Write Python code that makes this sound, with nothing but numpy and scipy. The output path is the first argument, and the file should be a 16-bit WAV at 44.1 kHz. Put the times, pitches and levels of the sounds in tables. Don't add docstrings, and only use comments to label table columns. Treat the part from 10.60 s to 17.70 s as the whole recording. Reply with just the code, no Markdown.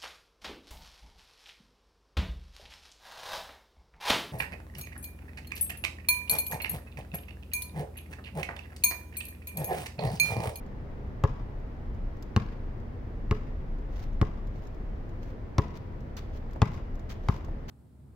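import sys
import numpy as np
from scipy import signal
from scipy.fft import rfft, irfft, next_fast_len
from scipy.io import wavfile
from scipy.ndimage import map_coordinates

SR = 44100
rng = np.random.default_rng(int(sys.argv[2]) if len(sys.argv) > 2 else 0)


def to_wav(sig):
    pcm = np.clip(np.atleast_2d(sig), -1, 1) * 32767
    pcm = np.round(pcm).astype(np.int16)
    wavfile.write(sys.argv[1], SR, pcm.T)


N = 313110


def amp(db):
    return 10 ** (np.asarray(db) / 20)


def unit(x):
    return x / np.sqrt(np.mean(x ** 2) + 1e-20)


def along(points, hz):
    f, v = np.transpose(points)
    return np.interp(np.log(hz + 1), np.log(f + 1), v)


def curve(rows, s):
    return np.interp(s, *np.transpose(rows))


def wobble(rate):
    points = rng.standard_normal(int(N * rate / SR) + 4)
    return map_coordinates(points, [np.arange(N) * rate / SR])


def filtered(x, response):
    n = x.shape[-1]
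    m = next_fast_len(n + SR // 4)
    spectrum = rfft(x, m) * response(np.fft.rfftfreq(m, 1 / SR))
    return irfft(spectrum, m)[..., :n]


def causal(points, size=2048):
    cepstrum = irfft(np.log(amp(along(points, np.fft.rfftfreq(size, 1 / SR)))))
    cepstrum[1:size // 2] *= 2
    cepstrum[size // 2 + 1:] = 0
    click = irfft(np.exp(rfft(cepstrum)))
    return click / np.abs(click).max()


def butter(x, hz, kind, order):
    return signal.sosfilt(signal.butter(order, hz, kind, fs=SR, output="sos"), x)


def panned(db):
    return amp([[db / 2], [-db / 2]])


def add(track, s, sound):
    i = max(round(s * SR), 0)
    n = min(sound.shape[-1], N - i)
    track[:, i:i + n] += sound[..., :n]


# frequency in Hz, likeness from -1 (opposite) to 1 (the same).
LEFT_RIGHT_LIKENESS = [(60, 0.99), (130, 0.88), (290, 0.77), (640, 0.21), (1410, -0.21), (3100, 0.16),
                       (6820, -0.11), (15000, -0.031)]


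def pair(n):
    def shares(hz):
        turn = np.arccos(np.clip(along(LEFT_RIGHT_LIKENESS, hz), -1, 1)) / 2
        return np.array([np.cos(turn), np.sin(turn)])
    mid, side = filtered(rng.standard_normal((2, n)), shares)
    return np.array([mid + side, mid - side])


def rush(spectrum):
    return unit(filtered(pair(N), lambda hz: amp(along(spectrum, hz))))


# frequency in Hz, relative level in dB.
THROB_SPECTRUM = [(10, -27), (22, -9), (31, 0), (34, -3), (40, -10.5), (52, -15), (75, -38), (200, -96)]
RUMBLE_SPECTRUM = [(25, -63), (50, 2.5), (68, 2.5), (115, -2), (160, -8.5), (240, -10.5), (330, -33),
                   (900, -92)]
WASH_SPECTRUM = [(120, -46), (230, 0), (480, -4), (1000, -13.5), (1500, -18.5), (1950, -19.5),
                 (2500, -27.5), (4000, -36.5), (5000, -38), (6300, -43.5), (8000, -50.5), (10500, -52),
                 (13000, -50.5), (16000, -46.5)]
# time in seconds, level in dB.
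THROB_LEVEL = [(0, -39.5), (1.5, -38.5), (3.6, -33), (4.7, -41.5), (7.1, -38)]
RUMBLE_DB, WASH_DB = -40.5, -48


def town():
    deep = amp(curve(THROB_LEVEL, np.arange(N) / SR)) * rush(THROB_SPECTRUM) * panned(0.85)
    rumble = amp(RUMBLE_DB + 0.93 * wobble(7)) * rush(RUMBLE_SPECTRUM) * panned(0.39)
    wash = amp(WASH_DB + 0.14 * wobble(6.2)) * rush(WASH_SPECTRUM) * panned(0.46)
    return deep + rumble + wash


STEPS_PER_S, STEP_SCATTER_S, STEP_DB, STEP_DB_PER_S, STEP_SCATTER_DB = 2.2, 0.066, -70.5, 1.5, -0.5


def light_steps():
    beats = np.arange(1, 16) / STEPS_PER_S
    late, heavy = rng.standard_normal((len(beats), 2)).T
    times = np.clip(beats + STEP_SCATTER_S * late, 0, (N - 1) / SR)
    levels = STEP_DB + STEP_DB_PER_S * beats + STEP_SCATTER_DB * heavy
    return list(zip(times, levels))


# start in seconds, level in dB.
CLEAR_TAPS = [(0.0623, -63.5), (1.5688, -65), (1.6248, -49.5), (3.871, -59.5), (4.0711, -57.5),
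              (5.5677, -44), (5.9327, -56.5), (6.3944, -58.5), (6.847, -56)]
# start in seconds, level in dB, length in seconds.
SOLE_SCUFFS = [(3.3, -64, 0.09), (3.376, -55.5, 0.073), (3.93, -66, .14), (4.614, -65.5, 0.092),
               (5.151, -53.5, 0.027), (5.565, -46.5, 0.031), (5.727, -61.5, 0.053), (6.103, -60.5, 0.077),
               (6.488, -49, 0.044), (6.624, -62.5, .06), (6.688, -55.5, 0.086), (7.079, -46.5, 0.044)]
# start in seconds, level in dB.
LOW_THUDS = [(3.738, -42), (5.153, -42), (5.959, -32.5), (6.883, -36.5)]
# frequency in Hz, relative level in dB.
TAP_SPECTRUM = [(200, -14), (2000, -6), (3500, 0), (5000, 1.5), (7000, 1.5), (8500, -16), (11000, -17),
                (13000, -1.5), (16000, -19)]
GRIT_SPECTRUM = [(200, -17), (1000, 3), (2100, -0.5), (2900, -2.5), (6300, -6), (8200, -20), (11000, -22),
                 (13000, -14), (16000, -16)]
THUD_SPECTRUM = [(100, -22), (300, 5), (700, -2), (1200, -12), (2500, -32), (8000, -47)]
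TAP_T60_S, THUD_T60_S = 0.039, 0.049
BITE_SHARE, SLIDE_SHARE, RELEASE_SHARE = .2, 0.89, 1.5


def footwork_and_thuds():
    t = np.arange(SR // 4) / SR
    touch, drag, thud = np.zeros((3, 1, N))
    for s, db in CLEAR_TAPS + light_steps():
        add(touch, s, amp(db - 60 * t / TAP_T60_S))
    for s, db, length in SOLE_SCUFFS:
        bite = np.clip(t / (BITE_SHARE * length), 0, 1)
        after = np.maximum(t - SLIDE_SHARE * length, 0)
        add(drag, s, bite * amp(db - 60 * after / (RELEASE_SHARE * length)))
    for s, db in LOW_THUDS:
        add(thud, s, amp(db - 60 * t / THUD_T60_S) * (1 - np.exp(-t / 0.00061)))
    grit = unit(rush(GRIT_SPECTRUM) * amp(3.2 * wobble(600) + 2.8 * wobble(70)))
    near = drag * grit + touch * rush(TAP_SPECTRUM) + thud * rush(THUD_SPECTRUM)
    return near + yard(near, tail_db=-13.5)[:, :N]


# delay in seconds, relative level in dB,
# fading time in seconds (to 37 percent).
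WALL_ECHOES = [(.008, -18, 0.014), (.036, -16.5, 0.0074), (0.055, -18.5, .014), (.1, -38, 0.0055),
               (.122, -25.5, .01), (0.158, -24, 0.016)]
# frequency in Hz, time to fade by 60 dB in seconds.
TAIL_T60 = [(100, 0.56), (500, 0.87), (1200, 0.72), (4000, 0.76), (12000, 0.53)]
# frequency in Hz, gain in dB.
ECHO_COLOUR = [(60, -18.5), (150, 2), (400, -7.5), (700, -3), (1150, -1.5), (2000, 1.5), (3200, 2.5),
               (6000, -5.5), (14000, -6)]


def yard(x, tail_db):
    hz, s, z = signal.stft(pair(SR * 3 // 4), SR, nperseg=256)
    fade = amp(-60 * s / along(TAIL_T60, hz)[:, None])
    tail = signal.istft(z * fade, SR, nperseg=256)[1]
    t = np.arange(tail.shape[1]) / SR
    tail = tail * (1 - np.exp(-t / 0.0025))
    answer = amp(tail_db) * tail / np.linalg.norm(tail[0])
    for delay, db, spread in WALL_ECHOES:
        echo = rng.standard_normal(tail.shape) * np.exp(-np.abs(t - delay) / spread) * (t > delay)
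        answer += amp(db) * echo / np.linalg.norm(echo[0])
    shared = filtered(answer[0] - answer[1], lambda f: 1 / (1 + (f / 600) ** 2))
    answer = filtered(answer + [[0], [1]] * shared, lambda f: amp(along(ECHO_COLOUR, f)))
    return signal.fftconvolve(x, answer, axes=1)


def thump(t, contact, skew, edge_hz):
    dent = np.sin(np.pi * np.clip(t / contact, 0, 1) ** max(skew, 1)) ** 2
    peel = np.clip((1 - t / contact) / 0.056, 0, 1) * np.exp(-.35 * t / contact)
    push = -np.diff(np.pad(dent, (2, 0)), 2) * peel
    wave = butter(push, edge_hz, "low", order=1)
    wave = butter(wave, 63, "high", order=2)
    wave = butter(wave, 3800, "low", order=2)
    return wave / np.abs(wave).max()


def ring(modes, t, scatter_db, spread):
    out = np.zeros((2, len(t)))
    for hz, db, t60 in modes:
        phase = rng.uniform(0, 2 * np.pi) + spread * rng.standard_normal((2, 1))
        level = amp(db + scatter_db * rng.normal() - 60 * t / t60)
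        out += level * np.sin(2 * np.pi * hz * t + phase)
    return out


def burst(x):
    return x / np.sqrt(np.sum(x ** 2) / (SR * .02))


# frequency in Hz, relative level in dB, time to fade by 60 dB in seconds.
SHELL_MODES = [(223.2, -2, 0.056), (359.6, 3.5, 0.033), (437.3, -6, 0.096), (560, -3, 0.046)]
SHELL_DB_PER_OCTAVE = 7.5


def shell(t, contact, centre_hz):
    clock = t - 0.0017 * (1 - np.exp(-t / 0.024))
    free = np.clip(t / contact, .35, 1) * (1 - np.exp(-t / 0.0023))
    modes = [(hz, db - SHELL_DB_PER_OCTAVE * abs(np.log2(hz / centre_hz)), t60) for hz, db, t60 in SHELL_MODES]
    swing = ring(modes, clock, scatter_db=2, spread=.3)
    return burst(swing * free)


# frequency in Hz, relative level in dB, time to fade by 60 dB in seconds.
AIR_MODES = [(700, 3.5, 0.017), (859, 9.5, 0.016), (962, -7.5, 0.049), (1075, 4, 0.033), (1208, 3, 0.023),
             (1370, 0, 0.023), (1673, -1, 0.024), (1966, -2.5, 0.02), (2210, -12, 0.013),
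             (2720, -16, 0.025), (974, -27, 1), (1036, -34, 0.97), (2870, -40, 1)]


def ping(t, centre_hz, contact, lift_db):
    modes = [(hz, db - min(14 * abs(np.log2(hz / centre_hz)), 6), t60) for hz, db, t60 in AIR_MODES]
    down, up = [ring(modes, t, scatter_db=2, spread=.75) for _ in range(2)]
    down = down * (1 - np.exp(-t / 0.00074)) * np.exp(-(t / (1.4 * contact)) ** 2)
    up = up * (1 - np.exp(-t / 0.0029))
    wait = round(0.88 * contact * SR)
    up = np.pad(up, ((0, 0), (wait, 0)))[:, :len(t)]
    return (burst(down) + amp(lift_db) * burst(up)) / np.hypot(1, amp(lift_db))


# frequency in Hz, relative level in dB.
CRACK_SPECTRUM = [(100, 1), (600, -3), (1200, 5), (2000, 10), (3500, -1.5), (4500, 4.5), (8000, -50.5),
                  (16000, -66.5)]
SLAP_SPECTRUM = [(100, -80), (400, 16.5), (1200, -31), (2000, 4), (3000, -3), (5200, -4), (7000, -10.5),
                 (8200, -20.5), (11000, -23.5), (13000, -16.5), (16000, -40)]


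def slap(t, colour, grain, t60):
    noise = rng.standard_normal(len(t)) + 0.44 * rng.standard_normal((2, len(t)))
    blow = grain * noise * amp(-60 * t / t60)
    blow[:, 0] += 1
    return signal.fftconvolve(blow, causal(colour)[None], axes=1)[:, :len(t)]


THUMP_DB, SHELL_DB, PING_DB, PATCH_DB, CRACK_DB, SLAP_DB = -11, -21, -27, -28.5, -23, -26
CRACK_PER_SHARPNESS = 2.94
CONTACT_S, CONTACT_S_PER_DB, SLANT_CONTACT_S = .0119, .00028, 0.0011
SLANT_SKEW, EDGE_HZ, SLANT_EDGE_OCTAVES = 0.78, 192, 2.7
SLANT_SHELL_DB, LIFT_DB, SLANT_LIFT_DB = -17.5, -4, -3
MIC_SPACING_M, SOUND_M_PER_S = 0.058, 343
ECHO_DB, ECHO_CRACK_DB, ECHO_SLAP_DB = 0.3, 6.5, 9.5
HOUSE_S, HOUSE_DB, HOUSE_SLAP_DB = .1, -23, -29.5
# time in seconds, degrees to the right.
PLAYER_PATH = [(0, 2.5), (3.2, 20), (5, -4), (6, -11.5), (7.1, -11)]
# start in seconds, force in dB, slant from 0 (dropped straight) to 1 (pushed on the run),
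# sharpness of the slap in dB, centre of the shell tones in Hz, centre of the air tones in Hz,
# ring of the first patch to land in Hz.
BALL_BOUNCES = [(0.6379, 0, 0.28, -2, 520, 1010, 1950), (1.763, -1.5, 0.15, 2, 239, 1060, 2840),
                (2.7108, -4.5, 0.13, 1.15, 370, 1220, 2730), (3.614, -2.5, .03, -0.5, 320, 670, 1240),
                (4.9825, 0, 0.37, 1, 393, 1010, 5700), (6.0181, 3.5, 0.58, 0, 200, 890, 3480),
                (6.6857, -1.5, 0.84, 0, 560, 1070, 1290)]


def dribble():
    out, t = np.zeros((2, N)), np.arange(SR // 2) / SR
    for s, force_db, slant, sharp_db, shell_hz, centre_hz, patch_hz in BALL_BOUNCES:
        contact = CONTACT_S - CONTACT_S_PER_DB * force_db - SLANT_CONTACT_S * slant
        skew, edge_hz = 1 + SLANT_SKEW * slant ** 2, EDGE_HZ * 2 ** (-SLANT_EDGE_OCTAVES * slant)
        low = amp(THUMP_DB) * thump(t, contact, skew, edge_hz) * panned(2.5)
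        rubber = amp(SHELL_DB + SLANT_SHELL_DB * slant) * shell(t, contact, shell_hz)
        air = amp(PING_DB) * ping(t, centre_hz, contact, LIFT_DB + SLANT_LIFT_DB * slant) * panned(3.1)
        body = low + rubber + air

        patch = amp(PATCH_DB - 60 * t / 0.0082) * np.sin(2 * np.pi * patch_hz * t)
        crack_db, slap_db = CRACK_DB + CRACK_PER_SHARPNESS * sharp_db, SLAP_DB + sharp_db
        crack = amp(crack_db) * slap(t, CRACK_SPECTRUM, grain=0.11, t60=0.018)
        crack = (crack + patch) * panned(-2.0)
        smack = amp(slap_db) * slap(t, SLAP_SPECTRUM, grain=0.15, t60=0.021) * panned(-5.0)

        lag = MIC_SPACING_M * np.sin(np.radians(curve(PLAYER_PATH, s))) / SOUND_M_PER_S
        bearing = lambda hz: np.exp(1j * np.pi * hz * lag * np.array([[-1], [1]]))
        add(out, s + 0.00029, amp(force_db) * filtered(body + crack + smack, bearing))

        click = amp(crack_db + ECHO_CRACK_DB) * causal(CRACK_SPECTRUM)
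        click = click + amp(slap_db + ECHO_SLAP_DB) * causal(SLAP_SPECTRUM)
        to_walls = body + np.pad(click, (0, len(t) - len(click)))
        add(out, s, amp(force_db + ECHO_DB) * yard(to_walls, tail_db=-14))

        house = amp(force_db + HOUSE_DB) * low + amp(force_db + HOUSE_SLAP_DB) * (air + crack + smack)
        add(out, s + HOUSE_S, house)
    return out


def scene():
    return town() + footwork_and_thuds() + dribble()


def record(dry):
    return filtered(dry, lambda hz: hz < 16100)


dry = scene()
out = record(dry)
to_wav(out)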